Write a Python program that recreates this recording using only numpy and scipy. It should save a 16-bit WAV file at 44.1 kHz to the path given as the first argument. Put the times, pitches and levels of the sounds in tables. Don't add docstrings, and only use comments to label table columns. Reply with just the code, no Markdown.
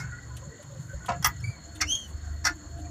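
import sys
import numpy as np
from scipy import signal
from scipy.io import wavfile

SR = 44100
rng = np.random.default_rng(int(sys.argv[2]) if len(sys.argv) > 2 else 0)


def decibels_to_gain(level_db):
    exponent = np.asarray(level_db, float) / 20
    return 10 ** exponent


def unload_audio(sound):
    columns = np.transpose(np.atleast_2d(sound))
    steps = np.round(np.clip(columns, -1, 1) * 32767)
    wavfile.write(sys.argv[1], SR, steps.astype(np.int16))


N = 127890

# time_s, firings_per_s
FIRING = [(0, 24.0), (1.0, 23.9), (1.45, 24.5), (2.2, 24.6), (2.9, 25.7)]
# time_s, cabin_db, roof_db
ENGINE_BOOM = [(0, -48, -30), (.1, -45.5, -36.5), (.2, -55.5, -51), (.36, -44.5, -44.5), (.5, -48, -46),
               (.57, -87, -61), (.66, -57, -40.5), (.85, -55.5, -40), (1.05, -56, -42.5), (1.12, -48, -41),
               (1.5, -47, -31), (1.56, -57, -84), (1.86, -42, -51), (2.0, -54, -55), (2.2, -38.5, -54),
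               (2.45, -38, -51), (2.64, -50, -56.5), (2.75, -38, -48)]
# multiple_of_firing_rate, level_db
CABIN_ORDERS = [(2, -5.5), (3, 2.5), (4, -6.5)]
ROOF_ORDERS = [(4, -8.5), (5, -2), (6, -9), (7, -14)]
# pitch_hz, width_hz, level_db
PANELS = [(308, 13.2, -57.5), (522, 290, -68), (683, 4.5, -63), (1030, 187, -64), (1410, 400, -72),
          (1903, 102, -67)]
# time_s, level_db
PANEL_BUZZ = [(0, -19), (1.3, -3), (1.55, -6.5), (1.9, 8.5), (2.05, -7.5), (2.3, 0), (2.9, 3.5)]
# time_s, level_db
SHAKE = [(0.0, -43.5), (0.41, -49), (2.9, -53.5)]
# pitch_hz, level_db_per_hz
ROAD_COLOUR = [(18, -49), (30, -20), (90, -4), (161, -3.5), (402, -17.5), (691, -17), (787, -38),
               (1630, -12), (2600, -48), (3380, -67), (5720, -120)]
AIR_COLOUR = [(2000, -28), (2600, -0.5), (3300, 7), (5000, 3.5), (8500, -5.5), (11000, -23), (15700, 0)]
# time_s, pitch_hz, level_db
CRICKET = [(0, 4380, -66.5), (1.0, 4334, -70), (1.6, 4310, -62), (2.15, 4377, -64), (2.9, 4320, -66.5)]
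# start_s, level_db, rise_s, t60_s
CLACKS = [
    [(1.081, -24.5, .011, 0.086), (1.101, -29, 0.0028, 0.034), (1.116, -34, 0.0044, 0.13)],
    [(1.223, -36.5, 0.0031, 0.089), (1.2437, -17, 0.0023, 0.096), (1.254, -24, 0.0046, 0.11)],
    [(1.268, -15.5, 0.0016, 0.046)],
    [(1.803, -20.5, 0.015, 0.069)],
    [(2.441, -34.5, 0.0023, 0.08), (2.4495, -18.5, 0.0044, 0.076), (2.462, -19.5, 0.0068, 0.09),
     (2.494, -39, 0.0044, 0.068)],
    [(0.0, -38.5, 0.00072, 0.25)],
]
# pitch_hz, level_db
TRAY = [(533, -2.5), (705, 6.5), (975, -3), (1070, -5.5), (1373, 0), (1650, -27), (1922, -19), (2700, -3.5)]
LATCH = [(855, -8), (1210, -5), (1375, -2), (1660, -2), (1855, -5.5), (1975, -1), (2900, -12), (3300, -1.5),
         (4800, -5), (5216, 2.5), (5507, -3), (5884, 2), (6250, 0), (7030, -18)]
PIN = [(14800, 5.5), (15100, -8)]
HINGE = [(1200, -2.5), (1561, -0.5), (1814, -5), (2094, 2.5), (2374, -4), (2832, -7.5), (4194, -8),
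         (4474, -6), (4743, -7), (5220, 2), (5750, 5), (6347, 2)]
BRACKET = [(700, -11), (883, -11), (1200, -8.5), (1410, -1.5), (1570, -2), (1750, -1), (2089, -3),
           (3488, -13), (4400, -3.5), (4759, -15), (5300, -1), (5744, -0.5)]
DOOR = [(990, -11), (1380, 2.5), (1470, 7.5), (1660, -10), (1810, -2), (2170, 2.5)]
# pitch_hz, level_db_per_hz
TRAY_CRACK = [(180, -34), (300, -2.5), (974, -1), (2770, -2.5), (4120, -10.5), (6890, -18), (15800, -92)]
LATCH_CRACK = [(240, -67), (400, -44), (837, 7), (1830, 6), (2650, -13), (6090, -4.5), (15100, -6.5),
               (15800, -22)]
HINGE_CRACK = [(450, -35), (700, -15), (1550, -7.5), (2420, -2), (3240, -9), (5720, 2), (8500, -21.5),
               (15700, -24)]
# start_s, length_s, pitch_hz, glide_hz, level_db
CREAKS = [(0.095, 0.2, 1920, 30, -57), (0.1, 0.11, 1440, 10, -55), (.49, .08, 1940, 0, -60),
          (.3, .05, 1000, 0, -57), (.42, .03, 1010, 0, -56), (.44, .06, 570, -20, -58),
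          (.59, .04, 580, 0, -56), (0.295, 0.066, 1450, -1, -56), (0.416, 0.023, 535, 8, -49.5),
          (0.492, 0.068, 480, -50, -51), (0.691, 0.1, 590, -74, -56), (0.883, 0.062, 1503, 36, -54),
          (0.928, 0.025, 565, 11, -53), (1.319, 0.061, 1892, 67, -53.5), (1.0, .08, 1480, 0, -54),
          (2.224, .09, 714.5, -2, -59.5), (2.76, 0.2, 694, 10.5, -52)]
# start_s, level_db, length_s
TWIGS = [(0.355, -68, .004), (0.365, -47, 0.0084), (0.624, -54.5, 0.0062), (1.058, -45.5, 0.0067),
         (1.402, -59, 0.0064), (1.473, -70, 0.031), (1.755, -50, 0.0082), (1.93, -64, 0.09),
         (2.053, -63, 0.013), (2.075, -61.5, 0.035), (2.775, -63.5, 0.029)]
# pitch_hz, level_db_per_hz
TWIG_COLOUR = [(1180, -53), (2000, -16), (3540, -5), (5900, -27), (7010, -3), (15800, -27)]
# start_s, level_db, pitch_hz, t60_s
RUTS = [
    (0.467, -33.5, 151, 0.054),
    (0.788, -26, 134, 0.045),
    (0.94, -29, 64.6, 0.26),
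    (1.092, -28.5, 198, 0.017),
    (1.195, -29, 143, 0.032),
    (1.268, -32, 61, 0.14),
    (1.489, -32, 106, 0.041),
    (2.499, -34.5, 316, 0.12),
]
# start_s,
# pitch_hz, level_db, rise_s, t60_s
PINGS = [(1.145, 1690, -45, .008, .08), (1.2235, 5750, -41, .003, .06), (1.225, 3250, -48, .004, .08),
         (1.228, 1520, -40, .004, .08), (1.2447, 5700, -16, .0013, .015), (1.398, 5330, -50, .004, .07),
         (1.75, 9000, -49, .003, .04), (1.752, 3600, -51, .004, .07), (2.442, 1750, -37, .004, .06),
         (2.4497, 5750, -18, .0017, .02), (2.4625, 5750, -17, .0015, .022), (2.469, 1570, -21, .002, .04),
         (2.075, 15000, -58, .006, .06), (2.84, 2380, -55, .02, .12)]
# time_s, pitch_hz, level_db
CHIRP = [(1.434, 2287, -69), (1.442, 2269, -39), (1.468, 2390, -56.5), (1.478, 2307, -45.5),
         (1.5, 2377, -51), (1.55, 2250, -65), (1.59, 2220, -74)]
SQUEAK = [(1.852, 2580, -62), (1.87, 2720, -44), (1.886, 2990, -39), (1.908, 3080, -29), (1.925, 3260, -29),
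          (1.948, 3200, -36), (1.955, 3260, -26), (1.964, 3250, -39), (2.06, 3160, -58)]
STRAND = [(1.88, 2677, -70), (1.9, 2900, -48), (1.94, 2996, -48), (2.0, 3067, -55), (2.05, 3023, -49.5),
          (2.09, 2880, -74)]
CHIRP_HARMONICS = [2, -7.5, -10.5, -15.5, -26]
SQUEAK_HARMONICS = [-1, -2.5, -21, -31.5, -32]


def rms_one(x):
    return x / np.sqrt(np.mean(x ** 2) + 1e-20)


def in_time(rows):
    s, *columns = np.transpose(rows)
    return [np.interp(np.arange(N) / SR, s, c) for c in columns]


def drift(rate_hz):
    r = np.exp(-40 * np.pi * rate_hz / SR)
    noise = rng.standard_normal(N // 20 + 3002)
    slow = signal.lfilter([1], [1, -2 * r, r * r], noise)[3000:]
    return np.interp(np.arange(N) / 20, np.arange(len(slow)), rms_one(slow))


def ring(x, hz, t60):
    r, w = decibels_to_gain(-60 / (t60 * SR)), 2 * np.pi * hz / SR
    return signal.lfilter([0, np.sin(w)], [1, -2 * r * np.cos(w), r * r], x + 1e-18)


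def coloured(spectrum, x, patchy_db=0.):
    hz, db = np.transpose(spectrum)
    edges = np.geomspace(20, 15800, 28)
    out = 0
    for k, (low, high) in enumerate(zip(edges, edges[1:])):
        band_pass = signal.butter(2, [low, high], "band", fs=SR, output="sos")
        band = signal.sosfilt(band_pass, np.roll(x, 997 * k))
        flicker = patchy_db * drift(2.8) if patchy_db else 0
        level_db = np.interp(np.log(low * high) / 2, np.log(hz), db, left=-99, right=-99)
        out = out + band * decibels_to_gain(level_db + flicker)
    return rms_one(out)


def burst(start, rise, t60):
    t = np.arange(N) / SR - start
    return np.clip(t / rise, 0, 1) * decibels_to_gain(-60 * np.clip(t - rise, 0, 1) / t60)


def engine():
    (firing_hz,), (cabin_db, roof_db) = in_time(FIRING), in_time(ENGINE_BOOM)
    (buzz_db,) = in_time(PANEL_BUZZ)
    firings = np.cumsum(firing_hz) / SR
    out = np.zeros(N)
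    for orders, boom_db in ((CABIN_ORDERS, cabin_db), (ROOF_ORDERS, roof_db)):
        for multiple, db in orders:
            level = decibels_to_gain(boom_db + db + 4 * drift(8))
            cycles = round(multiple) * firings + rng.random() + 0.055 * drift(3.1)
            out += level * np.sin(2 * np.pi * cycles)
    knock_share, knock_s = 0.24, 0.025
    since_firing_s = (firings % 1) / firing_hz
    knock = 1 + knock_share * 4 * np.exp(-since_firing_s / knock_s)
    for hz, width_hz, db in PANELS:
        noise = knock * rng.standard_normal(N)
        narrow_buzz_db = (width_hz < 40) * buzz_db
        level = decibels_to_gain(db + narrow_buzz_db + 3.5 * drift(9.4))
        out += level * rms_one(ring(noise, hz, 2.05 / width_hz))
    return out


def road():
    (shake_db,) = in_time(SHAKE)
    level = decibels_to_gain(-52.5 + .4 * (shake_db - shake_db.mean()))
    return level * coloured(ROAD_COLOUR, rng.standard_normal(N), patchy_db=3.0)


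def air():
    noise = rng.standard_normal(N) * decibels_to_gain(2.5 * drift(40))
    return decibels_to_gain(-65) * coloured(AIR_COLOUR, noise, patchy_db=.8)


def grit():
    ticks_per_s = 500 * decibels_to_gain(6.0 * drift(5))
    strength = decibels_to_gain(2.6 * rng.exponential(1, N).clip(0, 4))
    ticks = (rng.random(N) < ticks_per_s / SR) * strength
    pitch_number = rng.integers(0, 12, N)
    out = np.zeros(N)
    for k, hz in enumerate(np.geomspace(8000, 15300, 12)):
        out += ring(ticks * (pitch_number == k), hz, 60.0 / hz)
    return decibels_to_gain(-76.5) * rms_one(out)


def insects():
    band = signal.butter(3, [6476, 7396], "band", fs=SR, output="sos")
    chorus = rms_one(signal.sosfilt(band, rng.standard_normal(N)))
    chorus *= decibels_to_gain(-55.5 + drift(9.8) + 2.0 * drift(55))
    hz, db = in_time(CRICKET)
    phase = 2 * np.pi * np.cumsum(hz + 20.7 * drift(25)) / SR
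    cricket = np.sin(phase) * decibels_to_gain(db + 5.5 + 3 * drift(50))
    return chorus + cricket


def clacks():
    bodies = [(TRAY, TRAY_CRACK), (LATCH, LATCH_CRACK), (PIN, None),
              (HINGE, HINGE_CRACK), (BRACKET, HINGE_CRACK), (DOOR, HINGE_CRACK)]
    size = 9000
    bright_hz, bright_fade = 2600, 1.7
    contacts_per_s, ring_s = 4000, 0.05
    low = signal.butter(2, bright_hz, "low", fs=SR, output="sos")
    high = signal.butter(2, bright_hz, "high", fs=SR, output="sos")
    out = np.zeros(N + size)
    for (modes, crack), rows in zip(bodies, CLACKS):
        for s, db, rise, t60 in rows:
            shape = burst(0, rise, t60)[:size]
            bright_shape = shape ** bright_fade
            hits = rng.standard_normal(size) * (rng.random(size) < contacts_per_s / SR)
            sound = np.zeros(size)
            for k, (hz, mode_db) in enumerate(modes):
                push = np.roll(hits, 50 * k) * (bright_shape if hz > bright_hz else shape)
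                mode = ring(push, hz, min(ring_s * 1500 / hz, .1))
                sound += decibels_to_gain(mode_db - 4.5) * mode / np.abs(mode).max()
            if crack is not None:
                noise = coloured(crack, rng.standard_normal(size))
                dull = shape * signal.sosfilt(low, noise)
                bright = bright_shape * signal.sosfilt(high, noise)
                sound += decibels_to_gain(-1) * (dull + bright)
            i = int(max(s, 0) * SR)
            out[i:i + size] += decibels_to_gain(db) * sound
    return signal.sosfilt(signal.butter(2, 380, "high", fs=SR, output="sos"), out[:N])


def creaks():
    t = np.arange(N) / SR
    flutter, waver = decibels_to_gain(5.0 * drift(60)), .03 * drift(50)
    out = np.zeros(N)
    for s, length, hz, glide, db in CREAKS:
        u = np.clip((t - s) / length, 0, 1)
        swell = np.sqrt(2 * np.sin(np.pi * u).clip(0))
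        pitch = (hz + glide * u) * (1 + waver * 500 / hz)
        out += decibels_to_gain(db) * swell * np.sin(2 * np.pi * np.cumsum(pitch) / SR)
    return out * flutter


def twigs():
    t = np.arange(N) / SR
    shape = np.zeros(N)
    for s, db, length in TWIGS:
        rise = np.clip((t - s) / 0.003, 0, 1)
        fall = decibels_to_gain(-60 * np.clip(t - s - length, 0, 1) / 0.045)
        shape += decibels_to_gain(db) * rise * fall
    return shape * coloured(TWIG_COLOUR, rng.standard_normal(N))


def ruts():
    t = np.arange(N) / SR
    out = np.zeros(N)
    for s, db, hz, t60 in RUTS:
        out += decibels_to_gain(db) * burst(s, 0.012, t60) * np.sin(2 * np.pi * hz * (t - s))
    return out


def pings():
    t = np.arange(N) / SR
    out = np.zeros(N)
    for s, hz, db, rise, t60 in PINGS:
        out += decibels_to_gain(db) * burst(s, rise, t60) * np.sin(2 * np.pi * hz * (t - s))
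    return out * decibels_to_gain(2.0 * drift(200))


def squeal(rows, harmonics_db, rough, haze):
    hz, db = in_time(rows)
    t = np.arange(N) / SR
    phase = 2 * np.pi * np.cumsum(hz * (1 + rough * drift(119))) / SR
    tone = np.zeros(N)
    for k, harmonic_db in enumerate(harmonics_db):
        n = k + 1
        level = decibels_to_gain(harmonic_db + (k - 1.0) * drift(56))
        skirt = haze * n * drift(150 * n) * np.cos(n * .97 * phase)
        tone += level * (np.sin(n * phase) + skirt)
    sounding = (t > rows[0][0]) * (t < rows[-1][0])
    return np.sqrt(2) * decibels_to_gain(db) * tone * sounding


def squeaks():
    chirp = squeal(CHIRP, CHIRP_HARMONICS, rough=0.00445, haze=0.1)
    squeak = squeal(SQUEAK, SQUEAK_HARMONICS, rough=.007, haze=0.28)
    strand = squeal(STRAND, SQUEAK_HARMONICS, rough=0.0145, haze=0.16)
    return chirp + squeak + strand


def cab(x):
    t = np.arange(int(.25 * SR)) / SR
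    tail = signal.lfilter([.5], [1, -.5], rng.standard_normal(len(t)))
    tail = tail * decibels_to_gain(-60 * t / 0.081) * (t > .003)
    return signal.fftconvolve(x, tail / np.sqrt(np.sum(tail ** 2)))[:N]


def scene():
    near = clacks() + creaks() + twigs() + pings() + squeaks()
    outside = road() + air() + grit() + insects()
    return (engine() + outside + near + decibels_to_gain(-8.5) * cab(near) + ruts())[None]


def band_limit(x):
    return signal.sosfilt(signal.butter(12, 16330, fs=SR, output="sos"), x)


def record(dry):
    top_cut = signal.cheby2(12, 60, 16100, fs=SR, output="sos")
    mix = signal.sosfilt(top_cut, dry)
    return band_limit(mix)


dry = scene()
out = record(dry)
unload_audio(out)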